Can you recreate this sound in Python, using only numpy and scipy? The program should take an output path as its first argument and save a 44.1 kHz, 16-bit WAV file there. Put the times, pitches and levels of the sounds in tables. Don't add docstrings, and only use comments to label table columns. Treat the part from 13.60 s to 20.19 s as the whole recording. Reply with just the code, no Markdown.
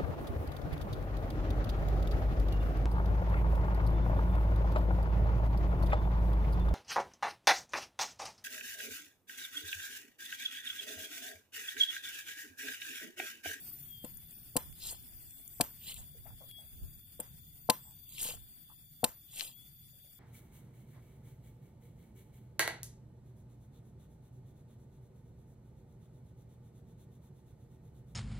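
import sys
import numpy as np
from scipy import signal
from scipy.fft import rfft, irfft, next_fast_len
from scipy.io import wavfile
from scipy.ndimage import uniform_filter1d

SR = 44100
rng = np.random.default_rng(int(sys.argv[2]) if len(sys.argv) > 2 else 0)


def boost(x):
    u = np.asarray(x, float) / 20
    return 10 ** u


def dump(signal):
    limited = np.clip(np.atleast_2d(signal).T, -1, 1)
    pcm = np.round(limited * 32767).astype(np.int16)
    wavfile.write(sys.argv[1], SR, pcm)


N = 290619

# f/Hz, density/dB per Hz
FIELD_SPECTRUM = [(300, -6), (555, -30.5), (645, -21.5), (1060, -30), (1430, -23), (3000, -25.5),
                  (4100, -26.5), (4700, -20.5), (5900, -21), (7000, -14.5), (10500, -5.5), (13600, -8.5),
                  (15500, -1), (15900, -40.5)]
# t/s, level/dB
FIELD_LEVEL = [(0.0, -62), (0.1, -61.5), (0.3, -66), (1.2, -65), (2.6, -68.5), (2.95, -66), (3.9, -71.5),
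               (4.6, -69), (5.4, -71), (6.59, -71)]
# f/Hz, L-R/dB
FIELD_BALANCE = [(60, -18), (110, 9.5), (200, 13), (380, 15), (700, 24), (1290, 16.5), (2380, 26),
                 (4400, 26), (8120, 5), (15000, -0.5)]
# f/Hz, width/Hz, level/dB
CHORUS = [(3465, 180, -74), (4664, 160, -80), (6890, 100, -80.5)]
# f/Hz, density/dB per Hz
RUMBLE_SPECTRUM = [(12, -15), (20, -12.5), (48, -6.5), (123, -1.5), (159, -2), (177, -10.5), (226, -14),
                   (367, -43), (500, -30), (650, -69.5), (1100, -120)]
# t/s, level/dB
WIND_LEVEL = [(0, -68), (.25, -65), (.6, -62.5), (1, -65.5), (1.9, -70), (2.7, -62), (3.05, -62.5),
              (3.28, -57.5), (3.5, -64.5), (4.2, -63.5), (4.6, -66.5), (5, -67.5), (6, -68), (6.59, -65.5)]
# t/s, hold/s, level/dB
GUSTS = [(0.543, 0.012, -58), (0.953, 0.4, -61), (1.567, 0.09, -58.5), (1.983, 0.036, -54.5),
         (2.37, 0.035, -55.5), (2.695, .02, -50.5), (3.185, 0.075, -52), (3.714, 0.09, -71),
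         (4.043, 0.039, -67), (4.68, 0.12, -60), (5.463, 0.016, -63), (6.23, .03, -69.5)]
GUST_RISE_DB_PER_S, GUST_FALL_DB_PER_S, CALM_DB = 162, 138, -93.5

# top t/s, period/s, share rising, middle f/Hz, later sink/Hz
WHINES = [(.39, 1.022, .37, 13935, 125), (.63, 1.115, .55, 13950, 0), (.4, 1.055, .45, 13715, 185),
          (.37, 1.035, .45, 13200, 0)]
# first level/dB, last level/dB, fading depth/dB
WHINE_LEVELS = [(-59, -69, 3), (-64, -68, 2.5), (-69, -77, 4), (-82, -77, 4)]
SLIDE_HZ, SINK_S, SINK_LENGTH_S = 80, 3.1, 0.5
SWARM_HZ = [14270, 14180, 14420, 13550, 13750]
SWARM_DB = -77.5
# t/s, hold/s, level/dB
TRILLS = [(1.67, 0.14, -72), (1.943, 0.073, -71), (2.384, 0.0099, -64), (4.236, 0.077, -69.5)]
TRILL_HZ, TRILL_PER_S = 7950, 250
# t/s, hold/s, first f/Hz, last f/Hz, level/dB
WHISTLES = [
    (.31, 0.14, 3273, 3163, -63),
    (2.8, .085, 3343, 3363, -64),
    (2.907, 0.099, 3340, 3324, -58.5),
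    (5.926, 0.15, 3270, 3500, -65.5),
]

# t/s, level/dB, f/Hz, t60/s
TAPS = [(0.114, -52.5, 1430, 0.049), (2.544, -49.5, 495, 0.14), (2.655, -42.5, 820, 0.27),
        (2.663, -49, 1670, 0.31), (2.665, -46, 2360, 0.061), (2.699, -46, 90, 0.044),
        (2.704, -44, 1380, 0.013), (2.806, -44.5, 650, 0.24), (2.813, -49, 1230, 0.17),
        (2.983, -51.5, 754, 0.5), (5.09, -60, 1080, 0.02), (5.097, -45.5, 1230, 0.052),
        (5.114, -50.5, 1180, 0.079), (4.25, -53, 980, 0.81), (6.33, -64, 620, 0.56),
        (6.44, -59.5, 667, 0.57)]
# t/s, then low, middle, main and upper ring level/dB
KNOCKS = [
    (0.4422, -33, -38, -73, -65),
    (0.9577, -24.5, -23.5, -21, -43),
    (2.0018, -27.5, -26.5, -11, -31.5),
    (3.595, -60, -35, -60.5, -52.5),
    (4.0904, -27.5, -20.5, -6.5, -23),
    (4.653, -43.5, -43, -68.5, -53),
    (4.689, -51, -38.5, -56, -65),
    (5.433, -27, -23, -12.5, -42),
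]
# f/Hz, level/dB, t60/s
NUT_MODES = [
    [(138.5, -17.5, 0.037), (222, -5.5, 0.043), (294, -4, 0.029)],
    [(495.5, -4, 0.062), (575, -15.5, 0.1)],
    [(710, -13, 0.049), (631, -17, .05)],
    [(872, 1, 0.067), (1024, -3, 0.097), (1242, -6, 0.036)],
]
# t/s, level/dB, mid share/dB, body ring/dB, split length/s
CRACKS = [
    (0.446, -32.5, -11, -3.5, 0.0061),
    (0.9651, -13, -10, -2.5, 0.008),
    (2.009, -11, -6, -3, 0.0063),
    (3.6002, -24, -15.5, -6.5, 0.0091),
    (4.098, -9, -2.5, -3.5, 0.0073),
    (5.4409, -12.5, -5.5, -2, 0.008),
]
# f/Hz, level/dB
CRACK_SPECTRUM = [(880, -17.5), (1500, -10.5), (2510, -8), (2880, -9.5), (4500, -3), (5330, -12.5),
                  (6900, -9), (8600, -7), (11100, -7.5), (13400, -15.5), (14600, -9), (16000, -19)]
# f/Hz, level/dB
CRUNCH_SPECTRUM = [(120, -32.5), (200, -12.5), (867, -12), (1000, -9), (1250, -8.5), (4430, -17.5),
                   (8580, -11.5), (12800, -15), (13800, 2.5), (16000, -33)]
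CRUNCH_DB, CRUNCH_GROWTH = -32.5, 0.69
# t/s, level/dB, mid share/dB, L-R/dB
SNAPS = [(0.5708, -37, -21, 9), (0.7087, -41, -20, 10), (1.126, -50, -10.5, 26), (1.2, -53, -18, 23),
         (1.237, -52, -14, 2), (1.4246, -43, -18, 5), (1.707, -43.5, -20, 16), (1.8771, -29, -39, -4),
         (2.32, -38, -22, 3.0), (2.342, -28, -11, -5), (2.9115, -44, -12, 16), (3.008, -50.5, -20, 22),
         (4.4913, -39, -12, 1), (4.5237, -33, -17, -16), (4.5813, -35, -5, 7), (4.6307, -17, -29, -8),
         (5.7954, -42, 13, 2), (5.8075, -31.5, 8.5, 5.5)]
# full strain t/s, hold/s, fine level/dB, thick share/dB, creak share/dB
TEARS = [(1.236, 0.019, -51.5, 0.5, -41), (1.273, 0.044, -44.5, -7.5, -25), (2.278, 0.028, -45, -2, -27.5),
         (2.382, 0.0071, -51.5, -11, -18.5), (4.519, 0.024, -58, -4, -45), (4.581, 0.021, -59, 2.5, -46),
         (4.628, 0.017, -37, -14.5, -34), (4.672, 0.048, -45.5, -6, -16.5),
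         (5.759, 0.032, -49.5, -7.5, -40), (5.798, 0.0032, -52, 5, -6.5), (5.822, 0.0082, -47, -10, -32),
         (5.868, 0.0029, -51.5, -6.5, -24)]
THICK_MIDDLE_HZ = [4200, 4300, 2920, 3270, 3530, 3330, 3500, 3440, 3300, 3020, 3300, 3340]
# low f/Hz, high f/Hz
THICK_RANGE_HZ = (1700, 5600)
# low f/Hz, high f/Hz
FINE_RANGE_HZ = (7000, 14200)
STRAIN_DB_PER_S, RELEASE_DB_PER_S, CREAK_LAG_S = 308, 299, 0.024

# f/Hz, L-R/dB
PORT_BALANCE = [(60, 4), (200, 6.5), (700, 8.5), (1400, 4.5), (2800, 5.5), (5500, 3), (9000, 2.5),
                (15000, 2.5)]
# f/Hz, phase/rad
PORT_PHASE = [(0, 0), (700, -.35), (1500, -1.4), (3000, -1.2), (6000, -1.7), (10000, -1.9), (16500, -1.7)]
# f/Hz, margin/dB
BLANK_MARGIN = [(900, 19), (2500, 10.5), (3900, 5.5), (6000, 4.5), (8000, 4), (11000, 3), (14000, 5),
                (15100, 30), (15600, 30), (15800, 6)]


def evened(x):
    return x / np.sqrt(np.mean(x ** 2) + 1e-20)


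def read(points, hz):
    f, value = np.transpose(points)
    return np.interp(np.log(hz + 1), np.log(f + 1), value)


def curve(rows):
    return np.interp(np.arange(N) / SR, *np.transpose(rows))


def add(mix, s, sound):
    part = mix[..., round(s * SR):][..., :sound.shape[-1]]
    part += sound[..., :part.shape[-1]]


def colour(x, gain):
    size = next_fast_len(x.shape[-1] + 512)
    return irfft(rfft(x, size) * gain(np.fft.rfftfreq(size, 1 / SR)), size)[..., :x.shape[-1]]


def band(x, lo_hz, hi_hz):
    return signal.sosfilt(signal.butter(2, [lo_hz, hi_hz], "bandpass", fs=SR, output="sos"), x)


def drift(per_s, channels=1):
    knots = rng.standard_normal((channels, int(N / SR * 400) + 2))
    knots = uniform_filter1d(knots, max(int(400 / per_s), 1))
    knots = uniform_filter1d(knots, max(int(300 / per_s), 1))
    at = np.arange(N) / SR * 400
    return np.array([np.interp(at, np.arange(len(k)), evened(k)) for k in knots])


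def swell(s, hold, rise_db_per_s, fall_db_per_s):
    t = np.arange(N // 32 + 2) * 32 / SR - s
    gain = boost(np.minimum(rise_db_per_s * t, 0) - fall_db_per_s * np.maximum(t - hold, 0))
    return np.interp(np.arange(N) / 32, np.arange(len(t)), gain)


def ports(x):
    def right_gain(hz):
        phase = np.interp(hz, *np.transpose(PORT_PHASE))
        return boost(-0.5 * read(PORT_BALANCE, hz)) * np.exp(-1j * phase)
    left = colour(x, lambda hz: boost(0.5 * read(PORT_BALANCE, hz)))
    return np.array([left, colour(x, right_gain)])


def field():
    def spectrum(hz):
        return boost(read(FIELD_SPECTRUM, hz) + np.array([[0.5], [-0.5]]) * read(FIELD_BALANCE, hz))
    hiss = evened(colour(rng.standard_normal((2, N)), spectrum))
    hiss = hiss * boost(curve(FIELD_LEVEL) + 9 + 1.8 * drift(29))
    chorus = np.zeros((2, N))
    for hz, width_hz, db in CHORUS:
        level = boost(db + 2.0 * drift(10))
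        noise = rng.standard_normal((2, N))
        chorus += level * evened(band(noise, hz - width_hz / 2, hz + width_hz / 2))
    return hiss + chorus * boost([[4], [-1.5]])


def wind():
    blowing = boost(CALM_DB)
    for s, hold, db in GUSTS:
        blowing = blowing + boost(db) * swell(s, hold, GUST_RISE_DB_PER_S, GUST_FALL_DB_PER_S)
    left, other, *gusts = rng.standard_normal((4, N))
    hum = np.array([left, 0.75 * left + 0.5 * other])
    hum = evened(colour(hum, lambda hz: boost(read(RUMBLE_SPECTRUM, hz))))
    lumps = boost(4.5 * drift(22, channels=2) + [[-1.5], [2.5]])
    gusts = evened(band(np.array(gusts), 22, 100)) * lumps
    return hum * boost(curve(WIND_LEVEL) + 2 + 2.0 * drift(6.3)) + gusts * blowing * boost(-1.5)


def tone(hz, waver_hz, flutter_db, flutter_per_s):
    turns = np.cumsum(hz + waver_hz * drift(25)[0]) / SR + 0.22 * drift(1.3, channels=2)
    flutter = boost(flutter_db * drift(flutter_per_s, channels=2))
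    return np.sqrt(2) * np.sin(2 * np.pi * turns) * flutter


def whine(top, period, rising, middle_hz, sink_hz, first_db, last_db, fading_db):
    t = np.arange(N) / SR
    slide = SLIDE_HZ * signal.sawtooth(2 * np.pi * ((t - top) / period + rising), rising)
    hz = middle_hz + slide - sink_hz * (0.5 + 0.5 * np.tanh((t - SINK_S) / SINK_LENGTH_S))
    level_db = first_db + (last_db - first_db) * t / t[-1] + fading_db * drift(1.4)[0]
    return boost(level_db) * tone(hz, waver_hz=6, flutter_db=3.8, flutter_per_s=45)


def swarm():
    t = np.arange(N) / SR
    out = np.zeros((2, N))
    for hz in SWARM_HZ:
        slide = 90 * signal.sawtooth(2 * np.pi * (t / 1.1 + rng.random()), 0.35)
        level = boost(SWARM_DB - 0.8 * t + 4.0 * drift(2))
        out += level * tone(hz + slide, waver_hz=10, flutter_db=3.5, flutter_per_s=25)
    return out


def trills():
    beats = np.cos(np.pi * np.cumsum(TRILL_PER_S * (1 + 0.09 * drift(56)[0])) / SR) ** 4
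    pulses = beats * rng.standard_normal((2, N))
    pulses = evened(band(pulses, 0.94 * TRILL_HZ, 1.06 * TRILL_HZ))
    return pulses * sum(boost(db + 8) * swell(s, hold, 400, 600) for s, hold, db in TRILLS)


def insects():
    near = sum(whine(*habit, *level) for habit, level in zip(WHINES, WHINE_LEVELS))
    return (near + swarm()) * boost([[3.5], [-0.5]]) + trills()


def taps():
    out, t = np.zeros(N), np.arange(4000) / SR
    for s, db, hz, t60 in TAPS:
        puff = rng.standard_normal(len(t)) * boost(-60 * t / t60) * np.clip(t / 0.00062, 0, 1)
        ring = band(puff, 0.74 * hz, 1.07 * hz)
        add(out, s, boost(db - 10.0) * ring / abs(ring).max())
    return out


def bird():
    t = np.arange(N) / SR
    out = np.zeros((2, N))
    for s, hold, first_hz, last_hz, db in WHISTLES:
        glide_hz = np.interp(t, [s, s + hold], [first_hz, last_hz])
        note = tone(glide_hz, waver_hz=14, flutter_db=2.5, flutter_per_s=30)
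        out += boost(db) * swell(s, hold, 300, 500) * note
    return out * boost([[4], [-3]])


def nut_ring(group_db, soften_s):
    t = np.arange(5000) / SR
    ring = np.zeros(len(t))
    for g, modes in zip(group_db, NUT_MODES):
        for hz, db, t60 in modes:
            ring -= boost(g + db - 60 * t / t60) * np.sin(2 * np.pi * hz * t)
    return ring * (1 - np.exp(-t / soften_s))


def knocks():
    out = np.zeros(N)
    for s, *group_db in KNOCKS:
        add(out, s - 0.0007, nut_ring(group_db, soften_s=0.0008))
    return band(band(out, 40, 1500), 40, 1500)


def cracks():
    out, t = np.zeros(N), np.arange(8000) / SR
    for s, db, mid_db, body_db, length in CRACKS:
        crunch_db = CRUNCH_DB + (CRUNCH_GROWTH - 1) * db
        split_noise, spikes, crunch_noise = rng.standard_normal((3, len(t)))
        spiky = evened(split_noise * boost(2.0 * uniform_filter1d(spikes, 12) * np.sqrt(12)))
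        split = evened(colour(spiky, lambda hz: boost(read(CRACK_SPECTRUM, hz) + mid_db * (hz < 7200))))
        shape = np.clip(t / 0.0014, 0, 1) * boost(-1100 * t - 6000 * np.maximum(t - length, 0))
        crunch = evened(colour(crunch_noise * boost(2.4 * spikes), lambda hz: boost(read(CRUNCH_SPECTRUM, hz))))
        closing = np.clip(t / 0.004, 0, 1) * boost(-40 * t - 190 * np.maximum(t - 0.04, 0))
        add(out, s - 0.0003, boost(db - 6) * (split * shape + boost(crunch_db) * closing * crunch))
        kick = nut_ring([8.5, -4.0, 11.5, -3.5], soften_s=0.00038)
        add(out, s - 0.0002, boost(db + body_db - 16.5) * kick)
    return band(out, 110, 18000)


def snaps():
    out, t = np.zeros((2, N)), np.arange(600) / SR
    for s, db, mid_db, pan_db in SNAPS:
        burst = rng.standard_normal(len(t)) * np.exp(-t / 0.0011)
        snap = band(burst, 7000, 15000) + boost(mid_db + 6) * band(burst, 2200, 5500)
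        pan = boost(np.array([[0.5], [-0.5]]) * (pan_db + 9.5))
        add(out, s + 0.001, boost(db - 4.5) * ports(snap) * pan)
    return out


def fibres(pitch_hz, per_s, spread_db, cycles, clump_db, tilt=0, middle_hz=None):
    size = boost(spread_db * np.minimum(rng.exponential(1, N), 4)) * (rng.random(N) < per_s / SR)
    size *= boost(clump_db * drift(70)[0])
    pitches = np.geomspace(*pitch_hz, num=16)
    kind, out = rng.integers(0, 16, N), np.zeros(N)
    if middle_hz is not None:
        size *= boost(-20 * np.log2(pitches[kind] / middle_hz) ** 2)
    for k, hz in enumerate(pitches):
        r, turn = np.exp(-hz / cycles / SR), 2 * np.pi * hz / SR
        gain = np.sin(turn) ** tilt * (1 - r) ** 0.5
        out += signal.lfilter([0, gain], [1, -2 * r * np.cos(turn), r * r], size * (kind == k))
    return evened(out)


def tears():
    middle_hz = np.interp(np.arange(N) / SR, [row[0] for row in TEARS], THICK_MIDDLE_HZ)
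    fine = fibres(FINE_RANGE_HZ, per_s=6000, spread_db=2.5, cycles=4.5, clump_db=1.3, tilt=0.37)
    thick = fibres(THICK_RANGE_HZ, per_s=3500, spread_db=3.5, cycles=4.5, clump_db=2.6, tilt=1,
                   middle_hz=middle_hz)
    thick = evened(band(band(thick, 1980, 10400), 1980, 10400))
    creak = fibres((450, 2000), per_s=900, spread_db=5.0, cycles=1.5, clump_db=3.0, tilt=1.0)
    out = np.zeros(N)
    for s, hold, db, thick_db, creak_db in TEARS:
        strain = boost(db) * swell(s, hold, STRAIN_DB_PER_S, RELEASE_DB_PER_S)
        late_strain = np.roll(strain, round(CREAK_LAG_S * SR))
        out += strain * (fine + boost(thick_db) * thick) + boost(creak_db) * late_strain * creak
    return out


def grass(x):
    t = np.arange(300) / SR
    echoes = band(rng.standard_normal((2, len(t))) * np.exp(-t / 0.0025), 1500, 16000)
    return signal.oaconvolve(x[None], echoes / np.linalg.norm(echoes[0]), axes=1)[:, :N]


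def scene():
    background = field() + wind() + insects() + bird()
    nut = taps() + knocks() + cracks() + tears()
    return background + ports(nut) + boost(-9) * grass(nut) + snaps()


def starved(x, scatter_db):
    hz, _, z = signal.stft(x, SR, nperseg=1536, noverlap=1024)
    power = (abs(z[:, :768]) ** 2).mean(0).reshape(96, 8, -1).mean(1)
    level_db = 10 * np.log10(power + 1e-20)
    whim = evened(uniform_filter1d(rng.standard_normal(power.shape), size=9))
    treble_db = level_db[9:67].mean(0)
    treble_db -= 2 * np.maximum(treble_db - np.median(treble_db) - 15, 0)
    margin_db = read(BLANK_MARGIN, hz[4:768:8])[:, None]
    under_db = treble_db - level_db + scatter_db * whim - margin_db
    keep = np.clip(0.5 - under_db, 0.02, 1)
    keep[:3] = 1
    z[:, :768] *= np.repeat(keep, 8, axis=0)
    return signal.istft(z, SR, nperseg=1536, noverlap=1024)[1][:, :N]


def top_cut(x):
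    return signal.sosfilt(signal.butter(12, 16810, fs=SR, output="sos"), x)


def record(dry):
    limit = [(15400, 0), (15900, -14), (16600, -20), (16900, -80)]  # f/Hz, gain/dB
    limited = colour(dry, lambda hz: boost(read(limit, hz)))
    thinned = starved(limited, scatter_db=4.5)
    return top_cut(thinned)


dry = scene()
out = record(dry)
dump(out)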